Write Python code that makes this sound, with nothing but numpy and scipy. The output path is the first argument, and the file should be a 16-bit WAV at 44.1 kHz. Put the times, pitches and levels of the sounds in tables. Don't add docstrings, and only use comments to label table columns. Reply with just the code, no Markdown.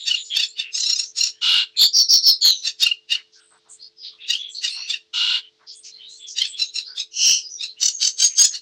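import sys
import numpy as np
from scipy import signal
from scipy.fft import rfft, irfft
from scipy.io import wavfile

SR = 44100
rng = np.random.default_rng(int(sys.argv[2]) if len(sys.argv) > 2 else 0)


def digitize_waveform(pressure):
    field = np.atleast_2d(pressure).T
    bounded = np.clip(field, -1, 1)
    quanta = np.round(bounded * 32767).astype(np.int16)
    wavfile.write(sys.argv[1], SR, quanta)


N = 379701

# frequency in Hz, relative density in dB.
HISS = [(700, -27.5), (1500, -11), (2600, -10), (4500, 13.5), (7000, -4), (9000, -14.5), (12000, -30)]
# first and last pitch in Hz, bandwidth in Hz, gain in dB.
LOW_BUZZ = [(965, 1000, 230, -31), (1390, 1504, 354, -17.5), (2887, 2850, 200, -2), (3420, 3400, 1770, -2),
            (4040, 4200, 960, -6), (5420, 3300, 3350, -11), (7400, 7500, 530, -27.5)]
HIGH_BUZZ = [(2935, 2950, 610, 0), (4320, 4300, 490, -5.5), (5680, 5650, 1260, 6), (6210, 5500, 1100, 1.5),
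             (7130, 7500, 2100, -15)]


def undb(db):
    return 10 ** (np.asarray(db) / 20)


def unit_rms(x):
    return x / np.sqrt(np.mean(np.abs(x) ** 2))


def coloured_noise(points, size):
    hz, db = np.transpose(points)
    shape_db = np.interp(np.log(np.fft.rfftfreq(size, 1 / SR) + 1), np.log(hz), db)
    return unit_rms(irfft(rfft(rng.standard_normal(size)) * undb(shape_db), size))


def waver(width_hz, size):
    hz = np.fft.fftfreq(size, 1 / SR)
    white = rng.standard_normal(size) + 1j * rng.standard_normal(size)
    return unit_rms(np.fft.ifft(white * np.exp(-4 * (hz / width_hz) ** 2)))


def voice(hz0, hz1, width_hz, size, clear):
    phase = 2 * np.pi * (np.cumsum(np.linspace(hz0, hz1, size)) / SR + rng.random())
    amplitude = np.sqrt(clear) + np.sqrt(1 - clear) * waver(width_hz, size)
    return np.sqrt(2) * np.real(amplitude * np.exp(1j * phase))


def add(out, sound, start_s):
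    i = int(round(start_s * SR))
    part = sound[max(-i, 0):N - i]
    out[max(i, 0):max(i, 0) + len(part)] += part


def hum():
    # frequency in Hz, level in dB.
    partials = [(339.1, -79.5), (387.6, -90.5), (436.0, -72), (629.8, -87.5)]
    t = np.arange(N) / SR
    return sum(np.sqrt(2) * undb(db) * np.sin(2 * np.pi * (hz * t + rng.random())) for hz, db in partials)


def air():
    # frequency in Hz, relative density in dB.
    spectrum = [(24, -55), (40, -11.5), (435, -20.5), (1160, -24), (2480, -20), (3820, -10.5),
                (5860, -19.5), (12000, -50), (15600, -89.5), (22000, -120)]
    level_db = -65.5 + 1.9 * np.real(waver(6.7, N))
    return undb(level_db) * coloured_noise(spectrum, N)


def soft_note(length_s, hz0, hz1, width_hz, clear):
    size = int(2 * length_s * SR)
    u = np.linspace(-2, 2, size)
    overshoot_hz = (hz1 - hz0) / 2
    core = voice(hz0 - overshoot_hz, hz1 + overshoot_hz, width_hz, size, clear)
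    fringe = undb(-10) * voice(hz0, hz1, width_hz + 1500, size, clear=0)
    flutter = 1 + 0.19 * np.real(waver(34, size) * np.exp(2j * np.pi * 55 * np.arange(size) / SR))
    envelope = np.exp(-np.where(u < 0, 0.4 * u ** 4, 0.45 * u ** 2)) * signal.windows.tukey(size, .2)
    return envelope * flutter * (core + fringe)


def whistles_and_tails():
    # start in seconds, length in seconds, first and last pitch in Hz, level in dB.
    notes = [(0, 0.11, 7080, 7200, -46), (0.157, .16, 7000, 6940, -41.5), (0.315, 0.049, 3310, 3200, -22.5),
             (0.431, 0.076, 6960, 7300, -44), (0.502, 0.1, 4160, 4830, -47.5),
             (0.584, 0.098, 2870, 2685, -34), (0.81, 0.094, 4100, 3830, -25.5),
             (1.331, 0.1, 2880, 3260, -59), (1.337, 0.087, 1760, 1740, -68.5),
             (1.76, 0.076, 2510, 2360, -45.5), (2.547, 0.069, 6185, 6000, -36.5),
             (2.569, 0.077, 3970, 3900, -40), (3.367, 0.077, 1554, 1510, -61.5),
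             (3.416, 0.13, 8200, 8100, -59), (3.808, 0.06, 4240, 4430, -44),
             (3.815, 0.051, 4780, 4970, -43.5), (3.993, 0.1, 5040, 4860, -42.5),
             (4.015, 0.12, 3340, 3310, -56), (4.128, 0.042, 1230, 1150, -66),
             (4.204, 0.082, 2650, 2740, -43.5), (4.39, 0.094, 3425, 3356, -32.5),
             (4.512, 0.15, 6000, 6200, -50), (4.695, 0.16, 4244, 4400, -32.5),
             (4.703, .2, 2750, 2700, -39.5), (4.714, 0.15, 5330, 5770, -39.5),
             (5.426, 0.054, 3100, 3050, -47.5), (5.69, 0.093, 3340, 3370, -53.5),
             (5.919, 0.069, 4110, 4240, -44.5), (5.96, 0.046, 2120, 2000, -68),
             (5.998, 0.061, 3115, 3060, -44), (6.038, 0.11, 3660, 4170, -41.5),
             (6.206, 0.078, 3470, 3370, -41), (6.517, 0.085, 3300, 3490, -37.5),
             (6.636, 0.052, 6373, 6500, -40), (6.649, 0.063, 3880, 3930, -40.5),
             (6.818, 0.088, 3874, 4530, -38.5), (6.862, 0.069, 4880, 4810, -40),
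             (6.883, 0.073, 1508, 1524, -53.5), (7.432, 0.057, 5000, 5000, -36),
             (7.509, 0.068, 5970, 5740, -34.5), (7.657, 0.064, 3950, 4154, -38.5),
             (7.773, 0.038, 2850, 3022, -47.5), (7.919, 0.098, 6756, 6160, -33.5),
             (8.099, 0.082, 6633, 6144, -43), (8.27, 0.11, 6460, 6400, -36),
             (8.467, 0.051, 6744, 6450, -30)]
    out = np.zeros(N)
    for start, length, hz0, hz1, db in notes:
        add(out, undb(db) * soft_note(length, hz0, hz1, width_hz=380, clear=.1), start - length / 2)
    return out


def husky_notes(length_s=0.052):
    # start in seconds, centre frequency in Hz, bandwidth in Hz, level in dB.
    notes = [(0, 3730, 815, -35), (0.16, 3660, 940, -29.5), (.25, 4900, 2640, -45),
             (1.052, 6130, 892.7, -39.5), (3.155, 2160, 1460, -47.5), (3.335, 5110, 2600, -50.5),
             (3.519, 1253, 1210, -57), (3.657, 1117, 1020, -62), (3.702, 7720, 2490, -44),
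             (4.041, 4130, 1700, -35), (4.215, 3590, 610, -39), (4.371, 6050, 1179, -49),
             (4.507, 7500, 900, -44.5), (4.551, 4350, 650, -32), (4.7, 8300, 2030, -46),
             (4.761, 1190, 900, -53), (4.1, 3740, 1212, -49.5), (3.399, 3210, 1500, -62),
             (6.14, 6400, 2500, -52.5), (8.301, 2570, 1200, -50.5), (5.603, 1330, 1410, -59),
             (5.681, 4840, 1500, -38), (5.73, 6800, 1190, -51), (5.76, 8500, 1000, -47),
             (5.845, 5580, 2800, -39), (5.851, 2800, 1180, -54), (6.098, 6700, 2700, -47.5),
             (6.18, 7660, 720, -49), (6.282, 5830, 2260, -35), (6.478, 7835, 1005, -39.5),
             (8.46, 5302, 700.4, -40), (8.515, 1837, 609.5, -52)]
    out = np.zeros(N)
    for start, hz, width_hz, db in notes:
        add(out, undb(db) * soft_note(length_s, hz, hz, width_hz, clear=0), start - length_s / 2)
    return out


def chips():
    # middle in seconds, length at half amplitude in ms, level in dB, pitch in Hz, frequency
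    # favoured by the beak in Hz, fall away from it in dB per kHz, rasp relative to the level in dB.
    notes = [(0.084, 12.7, -18, 915, 3600, 4.6, -4), (0.115, 12, -15, 1470, 3000, 8.5, -9),
             (0.148, 11.6, -15, 1418, 2820, 8, -13), (0.371, 8.5, -15.5, 893, 3500, 5.5, -6.7),
             (0.402, 12.6, -15.5, 929, 3440, 6.5, -6.4), (0.436, 12, -18, 878, 3430, 7, -5),
             (0.6, 12, -17, 904, 3400, 10, -10), (0.754, 12, -21.5, 1274, 5500, 4.5, -6.5),
             (0.781, 7.5, -22, 1348, 5970, 5, -0.5), (0.807, 8.7, -20, 744, 6500, 6, -7),
             (0.838, 11, -21.5, 1016, 5110, 6, -5), (0.869, 13, -21, 1362, 5240, 4, -11),
             (0.902, 11, -16, 1372, 5100, 7, -2), (0.934, 9.5, -14, 1388, 5140, 6, -19),
             (0.965, 10.4, -22, 1252, 5430, 5.5, -12), (0.998, 11.2, -18, 1359, 5800, 4.5, -6.3),
             (1.038, 12, -29, 1393, 5576, 9.5, -2.5), (1.187, 9.7, -21.5, 1349, 5800, 5, 2.5),
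             (1.213, 10, -14.5, 1392, 4380, 4.5, -15), (1.239, 10, -14.5, 1388, 5630, 5, -5),
             (1.273, 3.8, -22, 1374, 5300, 4.7, -0.5), (2.655, 7.9, -19.3, 1365, 4330, 12, -4),
             (2.677, 9.8, -23, 917, 4000, 2.8, 0.5), (2.826, 9.0, -23, 855.4, 4220, 3.5, 9),
             (2.836, 13, -12.5, 925, 3650, 6.5, -12.9), (2.869, 9.8, -9, 1403, 2790, 8.5, -12.5),
             (2.919, 10, -12.5, 1407, 2790, 14.5, -25.5), (3.125, 10, -13.5, 936.7, 3010, 7, -6),
             (3.155, 7.7, -13, 1440, 2857, 9, -21.5), (4.306, 11, -17, 950.3, 3770, 5, -6),
             (4.338, 6, -15.5, 1438, 2863, 14, -8), (4.355, 6, -16, 1575, 3150, 15, -14.5),
             (4.648, 14, -25, 952, 2870, 2.5, 5.5), (4.682, 9.2, -21, 1227, 3430, 7.5, -4),
             (4.905, 12.4, -21, 1177, 3460, 7, -1), (4.943, 11.4, -19.5, 923, 2770, 7.5, -11),
             (6.387, 6.1, -18, 953, 3900, 4, -7.5), (6.421, 8.7, -10.5, 1051, 3260, 9, -13),
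             (6.455, 5.6, -21.5, 872, 3280, 6.5, -7), (6.601, 8.8, -22.5, 1357, 3850, 5.5, -4),
             (6.624, 10.3, -14.5, 1350, 4220, 7, -11.5), (6.764, 11.4, -25.5, 1362, 5360, 2.5, -5),
             (6.788, 7, -17.5, 1351, 3900, 8.5, -8.5), (6.983, 9.1, -22.5, 1177, 3440, 24, -4),
             (7.003, 10.7, -23, 1274, 4000, 4.0, -6.5), (7.018, 5.43, -23.5, 1286, 3901, 19, -16),
             (7.613, 9.8, -21.5, 1237, 3780, 10, -16), (7.638, 11, -25, 1321, 3920, 4.5, -1.5),
             (7.832, 7.36, -17.5, 746.6, 5960, 3.5, 0.6), (7.861, 10.3, -14, 745.5, 5950, 4.5, -11.5),
             (7.886, 7, -17, 741, 5973, 3.5, -10), (8.03, 3.6, -18.5, 778.7, 4725, 2.5, 1.5),
             (8.052, 11.5, -16.5, 766, 4870, 4, -19), (8.076, 7.6, -16, 766, 6100, 4.5, -4.5),
             (8.205, 8.3, -18.5, 791, 6220, 2.5, -2.5), (8.228, 14.4, -14.5, 789, 4903, 3, -11),
             (8.249, 9.8, -5.5, 1628, 6423, 6, -10), (8.272, 8.37, -23, 1630, 6560, 7.7, -10.9),
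             (8.385, 10, -14, 780, 6050, 6, -15), (8.397, 13.2, -11, 1621, 6400, 2.5, -8.5),
             (8.418, 11.4, -4, 1629, 6520, 6, -9), (8.45, 11.7, -10.5, 854, 6728, 3, -8),
             (8.553, 13, -26, 1442, 4330, 7, 0.5)]
    # frequency in Hz, gain in dB.
    windpipe = [(1200, -26.5), (1900, -10.5), (2400, -9.5), (2800, -0.5), (3250, -1.5), (3700, 1),
                (5500, 2), (6500, 1.5), (7300, -2.5), (8200, -6.5)]
    # centre frequency in Hz, gain in dB.
    throat_bands = [(1350, -36), (1900, -27), (2780, -13.5), (3700, -12), (5480, -13), (6500, -17.5),
                    (7420, -15), (8150, -30.5)]
    out, size = np.zeros(N), 8192
    t = (np.arange(size) - size / 2) / SR
    bend = 0.4 * t[-1]
    halo = np.exp(-(t / np.where(t < 0, 0.021, 0.03)) ** 2)
    for middle, length_ms, level_db, pitch_hz, beak_hz, fall_db_per_khz, rasp_db in notes:
        burst = np.exp(-2.8 * (1000 * t / length_ms) ** 2)
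        sound = undb(level_db + rasp_db - 8) * halo * coloured_noise(HISS, size)
        for k in range(1, 12):
            hz = k * pitch_hz
            if 1100 < hz < 8177:
                db = level_db - fall_db_per_khz * abs(hz - beak_hz) / 1000
                db += np.interp(hz, *np.transpose(windpipe))
                if k % 2 and pitch_hz < 860:
                    db -= 5.5
                sound += undb(db) * burst * voice((1 - bend) * hz, (1 + bend) * hz, 201, size, clear=.96)
                sound += undb(db - 6.5 + 0.5 * rasp_db) * halo * voice(hz, hz, 610, size, clear=0)
        for band_hz, band_db in throat_bands:
            hz = band_hz * (1 + 0.013 * rng.standard_normal())
            db = level_db + rasp_db + band_db + 2.5 * rng.standard_normal()
            sound += undb(db) * burst * voice(hz, hz, 350, size, clear=0.56)
        add(out, sound, middle + t[0])
    return out


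def churr(start, middle, half, level_db, voices, squareness, throb_hz, throb, hiss_db):
    out, t = np.zeros(N), np.arange(start, middle + 2 * half, 1 / SR)
    size = len(t)
    stretch = size / SR / (middle + half - start)
    tones = sum(undb(db) * voice(hz0, hz0 + (hz1 - hz0) * stretch, width_hz, size, clear=.08)
                for hz0, hz1, width_hz, db in voices)
    sound = unit_rms(tones) + undb(hiss_db) * coloured_noise(HISS, size)
    flutter = 1 + throb * np.real((0.13 + 0.16 * waver(31, size)) * np.exp(2j * np.pi * throb_hz * t))
    swell = undb(level_db - 17.5 * np.abs((t - middle) / half) ** squareness)
    onset = np.minimum((t - start) / 0.012, 1)
    add(out, unit_rms(sound * flutter) * swell * onset, start)
    return out


def buzzes():
    # start, middle and half length in seconds, level in dB, squareness of the swell,
    # throb rate in Hz, throb strength, voices.
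    notes = [(1.409, 1.528, 0.12, -15.5, 5.3, 85, 0.2, LOW_BUZZ),
             (5.129, 5.265, .14, -19.5, 7.2, 56, 0.3, LOW_BUZZ),
             (7.104, 7.282, .12, -12.5, 2.45, 110, 0, HIGH_BUZZ)]
    return sum(churr(start, middle, half, db, voices, squareness, throb_hz, throb, hiss_db=-16)
               for start, middle, half, db, squareness, throb_hz, throb, voices in notes)


def chirps(core_hz=400, fringe_hz=970, fringe_db=-3.5):
    # start, middle and half length in seconds, level in dB, first and last pitch in Hz of the
    # upper voice, then of the lower, levels of the lower voice and its octave in dB against the upper.
    notes = [(1.761, 1.829, 0.057, -7, 4103, 4604, 3603, 3556, -5, -13.5),
             (1.925, 1.988, .065, -8.5, 5544, 5576, 4950, 4300, -1.5, -35.5),
             (2.083, 2.135, 0.068, -7, 5510, 5526, 5010, 4200, -1.5, -32.5),
             (2.221, 2.286, .065, -8, 5470, 5120, 4620, 4150, -1, -34),
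             (2.407, 2.474, 0.072, -8.5, 4510, 3905, 3500, 3083, -12, -10)]
    out = np.zeros(N)
    for start, middle, half, db, up0, up1, low0, low1, low_db, octave_db in notes:
        voices = [(up0, up1, core_hz, 0), (low0, low1, core_hz, low_db),
                  (up0, up1, fringe_hz, fringe_db), (low0, low1, fringe_hz, low_db + fringe_db),
                  (2 * low0, 2 * low1, fringe_hz, octave_db)]
        out += churr(start, middle, half, db, voices,
                     squareness=1.7, throb_hz=200, throb=0.75, hiss_db=-23.5)
    return out


def foliage(song, t60_s=.21, level_db=-15):
    t = np.arange(int(.5 * SR)) / SR
    response = rng.standard_normal(len(t)) * np.exp(-np.log(1000) * t / t60_s)
    response /= np.sqrt(np.sum(response ** 2))
    return signal.fftconvolve(song, undb(level_db) * response)[:N]


def scene():
    song = whistles_and_tails() + husky_notes() + chips() + buzzes() + chirps()
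    return (song + foliage(song) + hum() + air())[None]


def record(dry):
    ceiling, knee = np.where(dry > 0, .5, .46), 5
    saturated = dry / (1 + np.abs(dry / ceiling) ** knee) ** (1 / knee)
    bass_cut = signal.butter(2, 110, "high", fs=SR, output="sos")
    top_cut = signal.ellip(10, .2, 80, 15850, fs=SR, output="sos")
    return signal.sosfilt(top_cut, signal.sosfilt(bass_cut, saturated))


dry = scene()
out = record(dry)
digitize_waveform(out)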